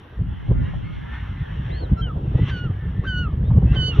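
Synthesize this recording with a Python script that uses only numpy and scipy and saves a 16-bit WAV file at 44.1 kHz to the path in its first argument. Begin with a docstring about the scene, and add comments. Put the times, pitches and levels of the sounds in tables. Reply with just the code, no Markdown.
"""Gusts of wind buffet the microphone on a sandy shore, while a large flock clamours far off over the
water and small waves wash the sand. A thin whistle arches; then one gull nearby sounds a low note and
gives four clear, falling cries, each with a rasp at its start and a creak at its end.
The voices are periodic vibrations with a gliding, unsteady pitch. Wind is the random pressure of
turbulent eddies, and the water is broadband noise with the ringing of small bubbles."""
import sys
import numpy as np
from scipy import signal
from scipy.fft import rfft, irfft
from scipy.io import wavfile
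from scipy.ndimage import uniform_filter1d

SR = 44100
rng = np.random.default_rng(int(sys.argv[2]) if len(sys.argv) > 2 else 0)


def wav_out(sig):
    """Save sig, one row per channel (or a flat mono array), as 16-bit PCM at SR to the path in sys.argv[1]."""
    wavfile.write(sys.argv[1], SR, np.round(np.clip(np.atleast_2d(sig).T, -1, 1) * 32767).astype(np.int16))


N = 176400
T = np.arange(N) / SR


# Each row: start and length in seconds, opening and held pitch in Hz, settling and fall time in seconds,
# fundamental, octave, upper partials and rasp in dB, the overtones' left excess in dB and left lag
# in ms, scoop, sag of the fundamental and final yelp in dB, the overtones' early stop in seconds.
GULL_CRIES = [(2.008, 0.11, 1588, 1575, 0.021, 0.098, -51.5, -34, -84.5, -64, 0, -.04, -57, 3, -37.5, 0.025),
              (2.499, 0.19, 1577, 1442, 0.053, 0.051, -38.5, -43.5, -60.5, -39.5, -3, -0.04, -47, -4, -47, .02),
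              (3.062, 0.22, 1550, 1464, .061, 0.078, -30.3, -35, -54.5, -46.5, 0.5, 0.034, -39, -3, -36, 0.0044),
              (3.751, 0.22, 1550, 1490, 0.033, 0.095, -41, -27.5, -51, -43.5, -6.5, .067, -42.5, -11, -41, 0.022)]
# Each row: multiple of the pitch, relative level in dB. Half multiples come from uneven cycles.
UPPER_PARTIALS = [(2.5, -14), (3, 0), (4, -11), (4.5, -28), (5, -25), (7, -25)]
def near_gull():
    """Periodic vibration gives a harmonic series; the pitch falls and overtones fade as the beak closes."""
    end_hz, attack_s, scoop_s = 1201, 0.014, 0.024
    voice, cracks = np.zeros((2, N)), np.zeros(N)
    rasp = throat_rasp() * undb(3 * drift(250))
    jitter, shimmer, flicker_db = 1 + 0.0038 * drift(160), undb(0.5 * drift(60)), 3.9 * drift(35)
    for (start, length, first_hz, held_hz, settle_s, fall_s, low_db, octave_db, upper_db, rasp_db,
         pan_db, lag_ms, scoop_db, sag_db, yelp_db, early_s) in GULL_CRIES:
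        span = (T >= start) & (T < start + length)
        age = T[span] - start
        left_s = length - age
        closing = np.clip(1 - left_s / fall_s, 0, 1) ** 1.9
        hz = held_hz + (first_hz - held_hz) * np.exp(-(age / settle_s) ** 2)
        hz += (end_hz - held_hz) * closing
        hoarse = .035 * (np.exp(-age / .01) + closing ** 2)  # unsteady at both ends
        phase = phase_of(hz * (jitter[span] + hoarse * drift(600)[span]))
        stereo_phase = phase + np.pi * hz * lag_ms / 1000 * np.array([[-1], [1]])
        upper = sum(undb(db) * tone(k * stereo_phase) for k, db in UPPER_PARTIALS)
        upper *= undb(upper_db - 22 * closing + flicker_db[span])
        overtones = undb(octave_db) * tone(2 * stereo_phase) + upper
        overtones *= (1 - np.exp(-age / 0.015)) * gate(age, length - early_s, attack_s, 0.0089)
        overtones *= undb(-29.5 * closing + np.array([[pan_db], [-pan_db]]) / 2)
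        held = undb(low_db + sag_db * np.clip((fall_s - left_s) / .05 + .5, 0, 1))
        yelp = undb(yelp_db) * np.exp(-((left_s - 0.013) / 0.027) ** 2)  # a last swell
        fundamental = np.hypot(held * (1 - closing), yelp) * undb([[-1.1], [1.1]]) * tone(phase)
        sputter = undb(3 * closing * drift(350)[span])
        envelope = gate(age, length, attack_s, 0.0062) * shimmer[span] * sputter
        voice[:, span] += (fundamental + overtones) * envelope
        voice += rasp * undb(rasp_db) * np.exp(-((T - start + 0.0044) / 0.02) ** 2)
        # An upward scoop leads into the cry and a creak follows it.
        add(cracks, start - scoop_s, undb(scoop_db) * cracked_voice(scoop_s, hz=1390, rise=.45))
        add(cracks, start + length, undb(-50) * cracked_voice(0.028, end_hz, rise=0))
    return voice + cracks


# Each row: frequency in Hz, gain of the throat in dB.
THROAT_RESPONSE = [(700, -27), (1150, -3), (1650, 1.5), (2050, 2), (2350, -7.5), (2700, 2), (3150, -15),
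                   (3750, -5), (4800, -27.5), (5800, -21), (8000, -47)]
def throat_rasp(pulse_hz=535):
    """Source and filter: slow, uneven pulses of the voice excite the resonances of the throat."""
    cycles = np.floor(np.cumsum(pulse_hz * (1 + .075 * drift(pulse_hz))) / SR)
    return colour(np.diff(cycles, prepend=0), THROAT_RESPONSE)


def cracked_voice(length, hz, rise):
    """Random frequency modulation blurs the pitch of a short slide of the voice."""
    progress = np.linspace(0, 1, int(length * SR))
    jitter, shimmer = drift(700)[:len(progress)], drift(300)[:len(progress)]
    phase = phase_of(hz * (1 + rise * (progress - .5) + .06 * jitter))
    return tone(phase) * undb(3 * shimmer) * gate(progress, 1, 0.22, 0.18)


# Each entry: relative level of a harmonic in dB, from the fundamental up.
LOW_HARMONICS = [3, -19.5, -20.5, -26, -37]
def low_note(start=1.963, length=.056, hz=1356):
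    """A harmonic series swells briefly in the gull's lower register."""
    phase = phase_of(hz * (1 + 0.0071 * drift(140)))
    voice = sum(undb(db) * tone(k * phase) for k, db in enumerate(LOW_HARMONICS, 1))
    return undb(-39) * voice * gate(T - start, length, 0.04, 0.013)


# Each row: time in seconds, pitch in Hz, level in dB.
WHISTLE_ARCH = [(1.70, 3250, -56), (1.72, 3830, -51.5), (1.745, 4150, -52.5), (1.796, 4440, -51.5),
                (1.836, 4160, -52), (1.852, 3900, -55.5), (1.868, 3260, -60)]
def whistle():
    """A nearly sinusoidal vibration: another bird's thin call glides up and down with a faint octave."""
    start, end = WHISTLE_ARCH[0][0], WHISTLE_ARCH[-1][0]
    phase = phase_of(curve(WHISTLE_ARCH) * (1 + 0.0051 * drift(330)))
    voice = tone(phase) + undb(-38.5) * tone(2 * phase)
    return voice * undb(curve(WHISTLE_ARCH, column=2)) * gate(T - start, end - start, 0.0092, 0.0082)


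# Each row: start and length in seconds, pitch in Hz, rise as a share of the pitch, level in dB.
DISTANT_CRIES = [(0.605, .12, 1900, .083, -50.5), (0.621, .1, 2850, .04, -54.5),
                 (0.811, .11, 2140, 0.074, -51), (0.902, .1, 2155, -0.066, -53),
                 (1.06, .14, 1790, .048, -45), (1.08, .17, 2124, -0.013, -53),
                 (1.13, .12, 1865, -.05, -49.5), (1.333, .13, 2030, .03, -52.5),
                 (1.38, .11, 1834, -.13, -52), (1.666, .11, 2045, 0, -50.5), (1.71, .1, 1750, -0.15, -49.5),
                 (1.853, 0.059, 3120, -.095, -60), (2.33, .2, 1990, 0.07, -48.5),
                 (2.331, .16, 2675, .026, -54.5), (2.756, .14, 1770, 0, -51), (2.921, .15, 1790, 0, -53),
                 (2.93, .13, 1994, -.04, -57.5), (3.429, .084, 3650, 0.14, -59.5),
                 (3.502, .13, 1114, 0.09, -54), (3.661, .1, 2680, .047, -48.5)]
# Each row: time in seconds, level of the honking body in dB, level of the shrill edge in dB.
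CLAMOUR_LEVELS = [(0, -52, -56), (.25, -58, -63.5), (.35, -52, -56.5), (.55, -51, -61), (.67, -46, -54.5),
                  (.78, -51, -54), (1.03, -48, -55), (1.15, -44.5, -49.5), (1.3, -49, -55.5),
                  (1.73, -45.5, -50), (1.92, -53.5, -58.5), (2.22, -62, -60), (2.38, -49.5, -51),
                  (2.48, -45, -44), (2.6, -53.5, -54), (2.74, -51.5, -60), (3.0, -53.5, -60.5),
                  (3.62, -58.5, -64.5), (3.74, -42.5, -48), (3.86, -53, -63), (3.96, -43.5, -44.5)]
# Each row of both spectra: frequency in Hz, relative level in dB.
BODY_SPECTRUM = [(500, -28), (850, 2.5), (1300, 0.5), (1800, 0), (2200, -4), (2600, -19), (3500, -37),
                 (6000, -58.5)]
EDGE_SPECTRUM = [(1500, -36.5), (2300, -8), (2700, -2), (3200, -0.5), (3700, -7.5), (4300, -21.5),
                 (4900, -35), (5600, -18), (6600, -34), (8500, -45.5)]
def flock():
    """Superposition: hundreds of cries merge in two registers, and a few louder ones stand out."""
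    singles = np.zeros(N)
    for start, length, hz, rise, db in DISTANT_CRIES:
        add(singles, start, undb(db) * far_cry(length, hz, arch=.045, rise=rise))
    singles = signal.sosfilt(signal.butter(4, 4200, fs=SR, output="sos"), singles)
    body = clamour(BODY_SPECTRUM, centre_hz=1853, spread=.2) * undb(curve(CLAMOUR_LEVELS))
    edge = clamour(EDGE_SPECTRUM, centre_hz=2950, spread=.13) * undb(curve(CLAMOUR_LEVELS, column=2))
    return singles + body + edge


def clamour(spectrum, centre_hz, spread, count=300):
    """Incoherent addition: cries overlap around one pitch, and still farther ones blur into noise."""
    crowd = np.zeros(N)
    for when, duration, arch in rng.random(size=(count, 3)):
        pitch, db, rise = rng.standard_normal(3)
        cry = far_cry(.08 + .1 * duration, centre_hz * np.exp(spread * pitch), .1 * arch, 0.0698 * rise)
        add(crowd, when * N / SR, undb(db) * cry)
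    blur = noise(spectrum) * undb(2 * drift(25))
    return stereo(unit(colour(crowd, spectrum) + blur), undb(-9) * noise(spectrum))


def far_cry(length, hz, arch, rise):
    """Joint random modulation of pitch and level makes an arching cry hoarse."""
    progress = np.linspace(0, 1, int(length * SR))
    rough = np.interp(progress, np.linspace(0, 1, 100), rng.standard_normal(100))
    phase = phase_of(hz * (1 - arch * (2 * progress - 1) ** 2 + rise * (progress - .5) + .018 * rough))
    voice = tone(phase) + undb(-18.5) * tone(2 * phase)
    return voice * np.sin(np.pi * progress) * undb(3.5 * rough)


# Each row: time in seconds, steady level of the rumble in dB and of the flutter in dB.
WIND_PUSH = [(0, -39, -51.5), (.15, -39, -51), (.27, -34, -58), (.43, -35, -59.5), (.62, -24, -52.5),
             (.8, -37, -60.5), (1.05, -29.5, -59), (1.5, -31, -62), (1.56, -27.5, -51.5), (1.8, -26.5, -47),
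             (2.4, -29.5, -44.5), (2.85, -25.5, -48), (3.3, -26, -44), (3.6, -18, -42.5), (3.8, -17, -41),
             (3.93, -25.5, -43)]
# Each row: time of the peak and half length in seconds, level in dB.
GUST_PEAKS = [(0.214, 0.024, -18.5), (0.329, 0.011, -24.5), (0.508, 0.016, -12.5), (0.601, 0.045, -18),
              (1.422, 0.012, -19.5), (1.598, 0.013, -22), (1.927, .0085, -6.5), (2.176, 0.01, -22),
              (2.278, .01, -20), (2.357, 0.0065, -11.5), (2.426, 0.018, -13.5), (2.662, 0.013, -19.5),
              (2.71, 0.0091, -18), (2.996, 0.0065, -17.5), (3.204, 0.011, -17.5), (3.342, .006, -17.5),
              (3.432, 0.0088, -16), (3.507, .016, -13), (3.576, 0.012, -8), (3.649, 0.011, -7.5),
              (3.719, 0.0098, -9.5), (3.996, 0.0069, -6)]
# Each row of both spectra: frequency in Hz, relative level in dB.
EDDY_SPECTRUM = [(15, -32), (30, -17.5), (55, 2.5), (85, -2), (135, -3), (170, -8.5), (220, -18),
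                 (320, -26.5), (600, -48.5), (1200, -74.5)]
FLUTTER_SPECTRUM = [(120, -14.5), (260, 4.5), (450, 1.5), (700, -10.5), (1100, -20), (2000, -32),
                    (4000, -63.5)]
def wind():
    """Turbulent pressure: eddies thump the microphone and flutter higher up; gusts drive both."""
    buffet = undb(3.5 * drift(27.98))
    gusts = sum(undb(db) * bell(when, half_s) for when, half_s, db in GUST_PEAKS)
    eddies = noise(EDDY_SPECTRUM)
    eddies /= np.sqrt(uniform_filter1d(eddies ** 2, int(0.033 * SR)) + 0.089)  # evens out the level
    eddies = colour(eddies, [(300, -1.5), (1200, -23.5)])
    rumble = eddies * np.hypot(undb(curve(WIND_PUSH)) * buffet, gusts)
    flutter = stereo(noise(FLUTTER_SPECTRUM), undb(-13) * noise(FLUTTER_SPECTRUM)) * undb(4 * drift(90))
    return rumble + flutter * np.hypot(undb(curve(WIND_PUSH, column=2)), undb(-30) * gusts)


# Each row: time of the peak in seconds, level in dB.
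FLAP_PEAKS = [(.517, -31), (1.835, -35.5), (2.172, -34.5), (2.393, -31.5), (3.35, -45), (3.579, -29),
              (3.628, -33.5), (3.68, -36), (3.762, -30), (3.889, -36), (3.984, -30.5)]
# Each row: frequency in Hz, relative level in dB.
FLAP_SPECTRUM = [(150, -16.5), (280, -2.5), (430, 1.5), (650, -9), (950, -16), (1500, -32), (6000, -87)]
def wind_flaps():
    """Small, fast eddies make brief pressure pulses that give the buffets a hollow bark."""
    return noise(FLAP_SPECTRUM) * sum(undb(db) * bell(when, half_s=0.009) for when, db in FLAP_PEAKS)


# Each row: time in seconds, level in dB.
SWIRL_STRENGTH = [(.15, -74), (.3, -33), (.45, -35.5), (.52, -24.5), (1.1, -35.5), (1.9, -24), (2.4, -25),
                  (2.9, -36), (3.1, -29), (3.98, -27.5)]
# Each row: frequency in Hz, relative level in dB.
SWIRL_SPECTRUM = [(20, -23.5), (60, 0.5), (150, 3), (300, -13.5), (1000, -25.5), (1500, -48), (5000, -72)]
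def wind_swirl():
    """Turbulence sets up a pressure difference between left and right."""
    return stereo(0, noise(SWIRL_SPECTRUM) * undb(curve(SWIRL_STRENGTH) + 2 * drift(30)))


# Each row: frequency in Hz, relative level in dB.
WASH_SPECTRUM = [(60, -2), (150, 3), (400, -12.5), (850, 2), (1300, -5.5), (4500, -24.5), (8000, -53.5),
                 (11500, -27.5)]
def wavelets(bubble_hz=907, decay_cycles=5.9):
    """Water washes over sand as broadband noise and sheds bubbles, damped resonators of rising pitch."""
    wash = stereo(noise(WASH_SPECTRUM), undb(-1.5) * noise(WASH_SPECTRUM)) * undb(-59 + 1.6 * drift(2.7))
    bubbles, age = np.zeros((2, N)), T[:SR // 20]
    for k, (when, pitch, faintness) in enumerate(rng.random(size=(240, 3))):
        hz = bubble_hz * 2 ** (2 * pitch - 1)
        ring = np.sin(phase_of(hz * (1 + 6 * age))) * np.exp(-age * hz / decay_cycles)
        add(bubbles[k % 2], when * N / SR, undb(-18 * faintness) * ring)
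    return wash + undb(-58.5) * unit(bubbles)


# Each row: start in seconds, level in dB.
SLAPS = [(.734, -37), (3.502, -30.5)]
# Each row: frequency in Hz, relative level in dB.
SLAP_SPECTRUM = [(250, -25.5), (600, 8.5), (950, 3), (1500, -14.5), (6000, -64.5)]
def splashes(decay_s=0.013):
    """Impact noise: the slap of a wavelet rises quickly and decays exponentially."""
    envelope = sum(undb(db) * gate(T - start, .1, 0.0037, 0.017) * np.exp(-abs(T - start) / decay_s)
                   for start, db in SLAPS)
    return noise(SLAP_SPECTRUM) * envelope


def undb(db):
    """Decibels to gain."""
    return 10 ** (np.asarray(db) / 20)


def unit(x):
    """Scale to rms 1."""
    return x / np.sqrt(np.mean(x ** 2))


def curve(rows, column=1):
    """Linear interpolation of one column of a table in time."""
    rows = np.array(rows)
    return np.interp(T, rows[:, 0], rows[:, column])


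def colour(x, spectrum):
    """Filter by a (Hz, dB) spectrum; rms 1."""
    hz, db = np.array(spectrum).T
    gain = undb(np.interp(np.log(np.fft.rfftfreq(N, 1 / SR) + 1), np.log(hz), db))
    return unit(irfft(rfft(x) * gain, N))


def noise(spectrum):
    """Gaussian noise with a given spectrum."""
    return colour(rng.standard_normal(N), spectrum)


def drift(rate_hz):
    """Smoothed random steps; rms 1."""
    hold = max(int(SR / rate_hz), 1)
    steps = np.repeat(rng.standard_normal(N // hold + 1), hold)
    return unit(uniform_filter1d(uniform_filter1d(steps, hold), hold)[:N])


def stereo(mid, side):
    """Left and right as sum and difference."""
    return np.array([mid + side, mid - side])


def gate(age, length, attack, release):
    """Envelope with a smooth attack, hold and release."""
    rise = np.sin(np.pi / 2 * np.clip(age / attack, 0, 1))
    return rise * np.sin(np.pi / 2 * np.clip((length - age) / release, 0, 1))


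def bell(when, half_s):
    """Gaussian envelope with peak 1."""
    return np.exp(-((T - when) / half_s) ** 2 / 2)


def phase_of(hz):
    """Phase is the time integral of frequency."""
    return 2 * np.pi * np.cumsum(hz) / SR


def tone(phase):
    """Sine of rms 1."""
    return np.sqrt(2) * np.sin(phase)


def add(out, start, x):
    """Superpose a sound at a time in seconds."""
    i = int(np.clip(start * SR, 0, N - 1))
    out[i:i + len(x)] += x[:N - i]


def scene():
    """The pressures of birds, water and wind add linearly in the open air."""
    birds = near_gull() + low_note() + whistle() + flock()
    return birds + wavelets() + splashes() + wind() + wind_flaps() + wind_swirl()


# Each row: time in seconds, frequency in Hz below which the sound narrows to the centre.
SIDE_CUTOFF = [(.95, 30), (1.1, 230), (1.6, 370), (2.1, 633), (3.1, 793)]
def record(dry, top_hz=12200):
    """Mid-side filtering: a rising high-pass on the side centres the bass; a low-pass cuts the top."""
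    frames = dict(fs=SR, nperseg=2048, noverlap=1536)
    hz, times, side = signal.stft((dry[0] - dry[1]) / 2, **frames)
    cutoff_hz = np.interp(times, *np.array(SIDE_CUTOFF).T)
    high_pass = 1 / np.sqrt(1 + (cutoff_hz / (hz[:, None] + 1)) ** 16)
    side = signal.istft(side * high_pass, **frames)[1][:N]
    low_pass = signal.ellip(8, .2, 70, top_hz, fs=SR, output="sos")
    return signal.sosfilt(low_pass, stereo(dry.mean(axis=0), side))


dry = scene()
out = record(dry)
wav_out(out)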